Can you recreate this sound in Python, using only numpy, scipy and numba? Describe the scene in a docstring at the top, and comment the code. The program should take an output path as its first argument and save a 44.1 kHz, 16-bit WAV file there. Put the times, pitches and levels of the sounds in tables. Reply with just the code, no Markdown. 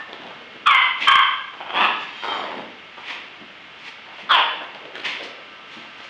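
"""In a bare, echoing room, bulldog puppies play on artificial turf.
One gives two shrill hoarse yaps, a growling bark, a grumble and a last yap that falls as the mouth
closes. Each call is a string of uneven pulses from the vocal folds that make the throat ring.
Between the calls, air snuffles and whistles through short noses, and paws thud and brush the
plastic blades. Under it all lies a steady hiss with a faint whine."""
import sys
import numpy as np
from scipy import signal
from scipy.fft import rfft, irfft, next_fast_len
from scipy.io import wavfile
from scipy.ndimage import uniform_filter1d
from numba import njit

SR = 44100
rng = np.random.default_rng(int(sys.argv[2]) if len(sys.argv) > 2 else 0)


def to_wav(s):
    """Save 16-bit WAV."""
    ch = np.atleast_2d(s).T  # columns
    pcm = np.round(np.clip(ch, -1, 1) * 32767)  # PCM
    wavfile.write(sys.argv[1], SR, pcm.astype(np.int16))


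N = 268569
TIME = np.arange(N) / SR


def yaps():
    """Three shrill calls that burst out at their loudest and soon turn hoarse."""
    # one breath per yap: (start [s], level [dB], attack [s], hold [s], sag over the hold [dB],
    # throb [dB], base pitch [Hz], roughness [0-1], mouth opening at the start [factor],
    # mouth opening at the end [factor], time the mouth takes to move [s])
    breaths = [(.656, -16.5, 0.016, 0.17, 4, 3.5, 536.7, 0.18, 1.23, 0.96, .05),
               (1.066, -16.5, .016, 0.18, 5, 5, 547.4, 0.34, 1.0, 0.97, 0.088),
               (4.287, -16.5, .027, 0.082, 3.5, 1.65, 328.6, .08, 1.24, .88, .061)]
    # where the throat rings in each yap: (centre [Hz], width [Hz], gain [dB], follows mouth [power])
    first_throat = [(1064, 314, 4.5, 0.82), (1244, 366, 2.5, 0.12), (2146, 240, 4.5, 0.78),
                    (2070, 380, -5.5, 0.34), (2995, 470, 2, 0.6)]
    second_throat = [(1147, 244, -1, 0.38), (1570, 260, -7, 0.2), (2223, 550, -10, 4.4),
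                     (3150, 236, -7.5, 0.39)]
    last_throat = [(550, 220, -15, .5), (950, 430, -2.5, 1.3), (1460, 530, -9, -0.66),
                   (2694, 220, -4, 1.39), (3170, 425, -4, 0.89), (3860, 1100, -24, 0.35)]
    first, second, last = (
        breath(row, release_db_per_s=448, accent_db=4, accent_s=.052, roughens_per_s=1.6)
        for row in breaths)
    return (call(first, first_throat, low_cut_hz=650, jitter=.13)
            + call(second, second_throat, low_cut_hz=590, jitter=.12)
            + call(last, last_throat, low_cut_hz=376, jitter=.13))


def growls():
    """Slower, very uneven pulses: a grunt, a low growl, the bark it breaks into and a long grumble."""
    # one breath for each of the four, with the same columns as in yaps()
    breaths = [(1.596, -22, 0.0099, 0.013, 9, -1, 286, 0.28, 0.75, 0.77, 0.031),
               (1.64, -36.5, 0.026, 0.044, -7, 3.5, 144.4, 0.61, 0.81, .8, 0.11),
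               (1.72, -16.5, .056, .076, 0, 1.7, 200.1, .48, .84, 1.03, .075),
               (2.208, -27, .041, 0.36, 12, 3.5, 101.6, 0.59, 1.254, .66, .19)]
    # where the throat rings: (centre [Hz], width [Hz], gain [dB], follows mouth [power])
    growl_throat = [(393, 890, -16, 0.96), (1010, 550, 2, 0.96), (1616, 490, -5.5, 1),
                    (2470, 710, -4.5, 0.22), (3520, 300, -3, 0.67)]
    grumble_throat = [(420, 740, -11.5, 0.95), (767, 280, -2, 0.69), (1125, 220, 0.5, 0.93),
                      (2020, 730, -10, 0.098), (3010, 2300, -15.5, 0.87)]
    *barks, grumble = (
        breath(row, release_db_per_s=897, accent_db=-3.5, accent_s=.016, roughens_per_s=.8)
        for row in breaths)
    barking = sum(call(bark, growl_throat, low_cut_hz=140, jitter=.52) for bark in barks)
    return barking + call(grumble, grumble_throat, low_cut_hz=63, jitter=.4)


def breath(row, release_db_per_s, accent_db, accent_s, roughens_per_s, throb_hz=26.37, slide_s=.03):
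    """One push of breath swells, throbs and fades; the pitch follows the mouth and the voice frays."""
    start, db, attack, hold, sag_db, throb_db, pitch_hz, rough, mouth_from, mouth_to, move_s = row
    end = start + attack + hold + 40 / release_db_per_s   # until the release has dropped 40 dB
    span = np.flatnonzero((TIME >= start) & (TIME < end))
    age = TIME[span] - start
    held = age - attack
    throb = 2 * np.abs(np.cos(np.pi * throb_hz * np.maximum(held, 0))) ** 3.4   # short bursts
    throb -= throb.mean()
    level_db = db + 16 * np.minimum(held / attack, 0)   # the climb of the attack
    level_db += accent_db * np.exp(-np.abs(held / accent_s)) + throb_db * throb
    level_db -= sag_db * np.clip(held / hold, 0, 1) + release_db_per_s * np.maximum(held - hold, 0)
    mouth = mouth_to + (mouth_from - mouth_to) * np.exp(-(age / move_s) ** 2)
    slide = .5 + .5 * np.minimum(age / slide_s, 1) ** 2   # up from half the pitch
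    # each throb lifts the pitch a little and clears the voice
    pitch = pitch_hz * slide * mouth ** .75 * (1 + .015 * throb)
    rough = (rough + (1 - rough) * roughens_per_s * age) * (1 - .3 * throb)
    return span, level_db, pitch, np.clip(rough, 0, 1), mouth


def call(motion, throat, low_cut_hz, jitter):
    """Uneven pulses of the vocal folds, each with a puff of air, ring the throat as the mouth moves."""
    # how the voice carries from muzzle to listener: (frequency [Hz], gain [dB])
    voice_colour = [(60, 0.5), (200, 6), (1000, 0), (3400, 1.5), (3750, -11.5), (4400, -6.5), (7000, -18),
                    (10000, -16), (12000, -32)]
    span, level_db, pitch, rough, mouth = motion
    cycles = np.cumsum(pitch * np.exp(jitter * rough * wander(350)[span])) / SR
    pulses = np.diff(np.floor(cycles), prepend=0) * from_db(7 * rough * wander(300)[span])
    puffs = rng.standard_normal(N)[span] * np.exp(-2 * (cycles % 1))
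    source = np.sqrt(1 - rough) * rms_one(pulses) + np.sqrt(rough) * rms_one(puffs)
    voice = 0
    for hz, width, db, follows in throat:
        centre = hz * mouth ** follows
        voice += from_db(db) * resonate(resonate(source, centre, width), centre, width)
    # a small muzzle gives off little bass
    voice = signal.sosfilt(signal.butter(4, low_cut_hz, "high", fs=SR, output="sos"), voice)
    voice = coloured(voice, voice_colour)
    # even out the loudness, so that the breath sets it
    voice /= np.sqrt(np.abs(uniform_filter1d(voice ** 2, size=600)) + 1e-12)
    # fade in over the first two pulses, so that the call starts without a click
    fade_in = np.minimum(cycles / 2, 1)
    out = np.zeros(N)
    out[span] = voice * from_db(level_db) * fade_in
    return out


def snuffles():
    """Air forced through a short nose, fluttering a little in its soft folds."""
    # puffs of air: (peak time [s], level [dB], rise [s], fall [s], nose hiss against the air [dB])
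    puffs = [(1.018, -23.5, 0.015, 0.072, -17.5), (2.032, -37.5, 0.03, 0.016, -12.5),
             (2.25, -39.5, .21, 0.17, -13.5), (3.111, -29, 0.049, 0.043, -15.5),
             (3.88, -35.5, 0.046, 0.022, -10.5), (4.21, -38.5, .051, 0.039, -15),
             (5.053, -22.5, 0.0068, 0.061, -15), (5.235, -38.5, .005, 0.021, -1),
             (5.73, -41, .032, 0.084, -9.5), (6.05, -43, .064, .055, -9)]
    # tone of the rushing air and of the high nose hiss: (frequency [Hz], gain [dB])
    air_colour = [(30, -44), (150, -17), (300, -9), (700, -13), (1000, -2), (1400, -12.5), (2000, 3.5),
                  (2700, 2.5), (3400, 0), (4300, -20.5), (7000, -41.5), (12000, -66.5)]
    nose_colour = [(1000, -24), (3000, 3.5), (4200, 13), (6600, -1.5), (8000, -12.5), (10000, -21),
                   (11200, -38), (13000, -61)]
    air = rms_one(coloured(rng.standard_normal(N), air_colour))
    nose = rms_one(coloured(rng.standard_normal(N), nose_colour))
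    blown = sum(from_db(db) * swell(s, rise, fall) * (air + from_db(nose_db) * nose)
                for s, db, rise, fall, nose_db in puffs)
    return blown * from_db(1.2 * wander(130))


def nose_whistle(width_hz=45):
    """Air sings in the nostrils: one thin whistle with weaker tones above it."""
    # the whistle: (time [s], level [dB], pitch [Hz])
    whistle_curve = [(2.1, -88, 3190), (2.14, -43, 3190), (2.27, -43, 3144), (2.315, -27, 3150),
                     (2.345, -41, 3080), (2.42, -73, 3170)]
    # the weaker tones: (pitch [Hz], peak level [dB])
    upper_tones = [(3740, -42), (4640, -52.5), (5500, -61), (6900, -67)]
    air = rng.standard_normal(N)
    tones = 0
    for hz, db in upper_tones:
        centre = np.full(N, float(hz))
        tones += from_db(db) * rms_one(resonate(resonate(air, centre, width_hz), centre, width_hz))
    return tones * swell(2.36, rise=.19, fall=.086) + trembling_tone(whistle_curve, waver=.015)


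def squeak():
    """A brief high squeak that dies away."""
    # its course: (time [s], level [dB], pitch [Hz])
    squeak_curve = [(0, -31.5, 1740), (.02, -36.5, 1817), (.07, -60, 1700)]
    return trembling_tone(squeak_curve, waver=.011)


def paws(rise_s=.0062):
    """Each step on the turf gives a dull thud and a crackle of plastic blades."""
    # the firmer steps: (time [s], level [dB], thud pitch [Hz], fall [s])
    firm_steps = [(.005, -40, 1070, .049), (.095, -40, 560, 0.036), (.135, -45, 910, 0.031),
                  (.2, -44.5, 258, 0.13), (.56, -39.5, 330, .015), (1.54, -37, 950, 0.019),
                  (2.57, -36, 238, 0.051), (2.978, -39, 970, 0.035), (3.09, -41.5, 1034, 0.1),
                  (3.413, -41, 214, 0.028), (4.129, -49, 950, 0.011), (4.24, -48.5, 210, 0.085),
                  (4.956, -36, 1740, 0.075), (5.204, -39.5, 525, 0.11), (5.772, -40.5, 233, 0.024)]
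    # tone of the blades: (frequency [Hz], gain [dB])
    blade_colour = [(40, -42), (300, 2), (1000, -7.5), (3200, -0.5), (4500, -15.5), (8000, -39.5),
                    (12000, -53)]
    crackle = rng.standard_normal(N) * from_db(10 * wander(700))
    blades = rms_one(coloured(crackle, blade_colour))
    thud_band = signal.butter(2, [130, 2000], "band", fs=SR, output="sos")
    push = signal.sosfilt(thud_band, rng.standard_normal(N))
    out = np.zeros(N)
    for s, db, hz, fall in list(firm_steps) + light_steps():
        span = slice(max(int(s * SR) - SR // 20, 0), int(s * SR) + SR // 2)
        centre = np.full(len(push[span]), float(hz))
        thud = rms_one(resonate(push[span], centre, .38 * hz))
        rustle = from_db(-3 + 3 * np.log2(hz / 1000)) * blades[span]   # low, flat steps crackle less
        out[span] += from_db(db) * swell(s, rise_s, fall, TIME[span]) * (thud + rustle)
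    return out


def light_steps(steps_per_s=13, low_hz=464, high_hz=1090, fall_s=.037):
    """Small shuffling steps at an uneven pace, in rows like those of the firm ones."""
    # how hard the paws shuffle: (time [s], level [dB])
    shuffle_level = [(0, -64), (.3, -37.5), (.6, -56), (3.7, -56), (4.0, -47), (4.7, -40.5), (5.4, -55),
                     (6.09, -47.5)]
    count = int(steps_per_s * N / SR)
    late, strength, tone = rng.random((count, 3)).T
    times = (np.arange(count) + late) / steps_per_s
    levels = np.interp(times, *np.transpose(shuffle_level)) + 6 * (strength - .5)
    pitches = low_hz * (high_hz / low_hz) ** tone
    return [(*step, fall_s) for step in zip(times, levels, pitches)]


def room(x, first_echo_s=.0053, build_up_s=.0019):
    """Dense echoes off bare walls, dying at their own rate in each octave."""
    # how long the echoes last: (frequency [Hz], time to fade by 60 dB [s])
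    fade_times = [(150, 1), (800, 0.61), (2200, 0.81), (5000, 0.68), (10000, 0.1)]
    t = TIME[:SR]
    echoes = rfft(rng.standard_normal(SR))
    octave = np.round(np.log2(np.maximum(np.fft.rfftfreq(SR, 1 / SR), 125)))
    tail = sum(irfft(echoes * (octave == k), SR) * from_db(-60 * t / at_hz(fade_times, 2 ** k))
               for k in np.unique(octave))
    response = rfft(tail * (1 - np.exp(-t / build_up_s)))
    # smooth the random peaks and dips of the echoes, so that they sound even in tone
    power = uniform_filter1d(uniform_filter1d(np.abs(response) ** 2, size=40), size=40)
    tail = irfft(response / np.sqrt(power), SR)[:SR * 3 // 4]
    tail = np.concatenate([np.zeros(int(first_echo_s * SR)), tail])
    return signal.fftconvolve(x, tail / np.sqrt(np.sum(tail ** 2)))[:N]


def background(hiss_db=-43):
    """A steady hiss with a faint whine that comes and goes."""
    # tone of the hiss: (frequency [Hz], gain [dB])
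    hiss_colour = [(25, -41.5), (55, -16), (85, -11.5), (200, -4), (400, -4), (900, -3.5), (2100, 0.5),
                   (3200, 0), (4000, -11), (5100, -18.5), (7200, -31), (8200, -41.5), (10300, -44.5),
                   (11500, -66)]
    # tones of the whine: (pitch [Hz], level before the boost [dB])
    whine_tones = [(1200, -71.5), (1319, -67), (1561, -68), (2159, -67), (2756, -66)]
    # its slow ebb and swell: (time [s], boost [dB])
    whine_boost = [(0, 11.5), (2.8, 9), (3.6, 8), (4.2, 9.5), (5.2, 12.5), (6.09, 12)]
    hiss = from_db(hiss_db) * rms_one(coloured(rng.standard_normal(N), hiss_colour))
    whine = sum(from_db(db + 2 * wander(1.07)) * np.sin(2 * np.pi * hz * TIME) for hz, db in whine_tones)
    boost = from_db(np.interp(TIME, *np.transpose(whine_boost)))
    return hiss + np.sqrt(2) * boost * whine


def trembling_tone(curve, waver):
    """An almost pure tone with a shaky pitch, following rows of (time [s], level [dB], pitch [Hz])."""
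    times, levels, pitches = np.transpose(curve)
    span = np.arange(int(times[0] * SR), int(times[-1] * SR))
    gain = from_db(np.interp(span / SR, times, levels))
    hz = np.interp(span / SR, times, pitches) * (1 + waver * wander(400)[span])
    out = np.zeros(N)
    out[span] = np.sqrt(2) * gain * np.sin(2 * np.pi * np.cumsum(hz) / SR)
    return out


@njit
def resonate(x, hz, width):
    """Make a sound ring around a frequency that may move; a smaller width rings longer."""
    y, r = np.zeros(len(x)), np.exp(-np.pi * width / SR)
    for i in range(2, len(x)):
        drive = (1 - r * r) / 2 * (x[i] - x[i - 2])
        y[i] = drive + 2 * r * np.cos(2 * np.pi * hz[i] / SR) * y[i - 1] - r * r * y[i - 2]
    return y


def swell(peak_s, rise, fall, t=TIME):
    """A loudness curve that grows to 1 at its peak and dies away."""
    return np.exp(np.maximum(np.minimum((t - peak_s) / rise, (peak_s - t) / fall), -30))


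def wander(rate):
    """A random drift of size about 1 that turns `rate` times a second."""
    return np.interp(TIME * rate, np.arange(N), rng.standard_normal(N))


def coloured(x, spectrum):
    """Shape a sound's tone by a table of (frequency [Hz], gain [dB])."""
    size = next_fast_len(len(x) + 4096)
    gain = from_db(at_hz(spectrum, np.fft.rfftfreq(size, 1 / SR)))
    return irfft(rfft(x, size) * gain, size)[:len(x)]


def at_hz(points, hz):
    """Read between the rows of a frequency table, with octaves evenly spaced."""
    knots, values = np.transpose(points)
    return np.interp(np.log(hz + 1e-3), np.log(knots), values)


def from_db(db):
    """Turn decibels into a gain."""
    return 10 ** (np.asarray(db) / 20)


def rms_one(x):
    """Scale a sound to an average power of 1."""
    return x / np.sqrt(np.mean(x ** 2) + 1e-20)


def scene():
    """The calls fill the room; the small noises of play echo less."""
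    calls = yaps() + growls()
    play = snuffles() + nose_whistle() + squeak() + paws()
    echoes = room(calls + from_db(-3) * play)
    return (calls + play + echoes + background())[None]


def record(dry, ceiling=.68, cutoff_hz=15800):
    """The loudest peaks overload and flatten; the highest treble is cut."""
    clipped = dry / (1 + (dry / ceiling) ** 12) ** (1 / 12)
    return signal.sosfilt(signal.cheby2(12, 70, cutoff_hz, fs=SR, output="sos"), clipped)


dry = scene()
out = record(dry)
to_wav(out)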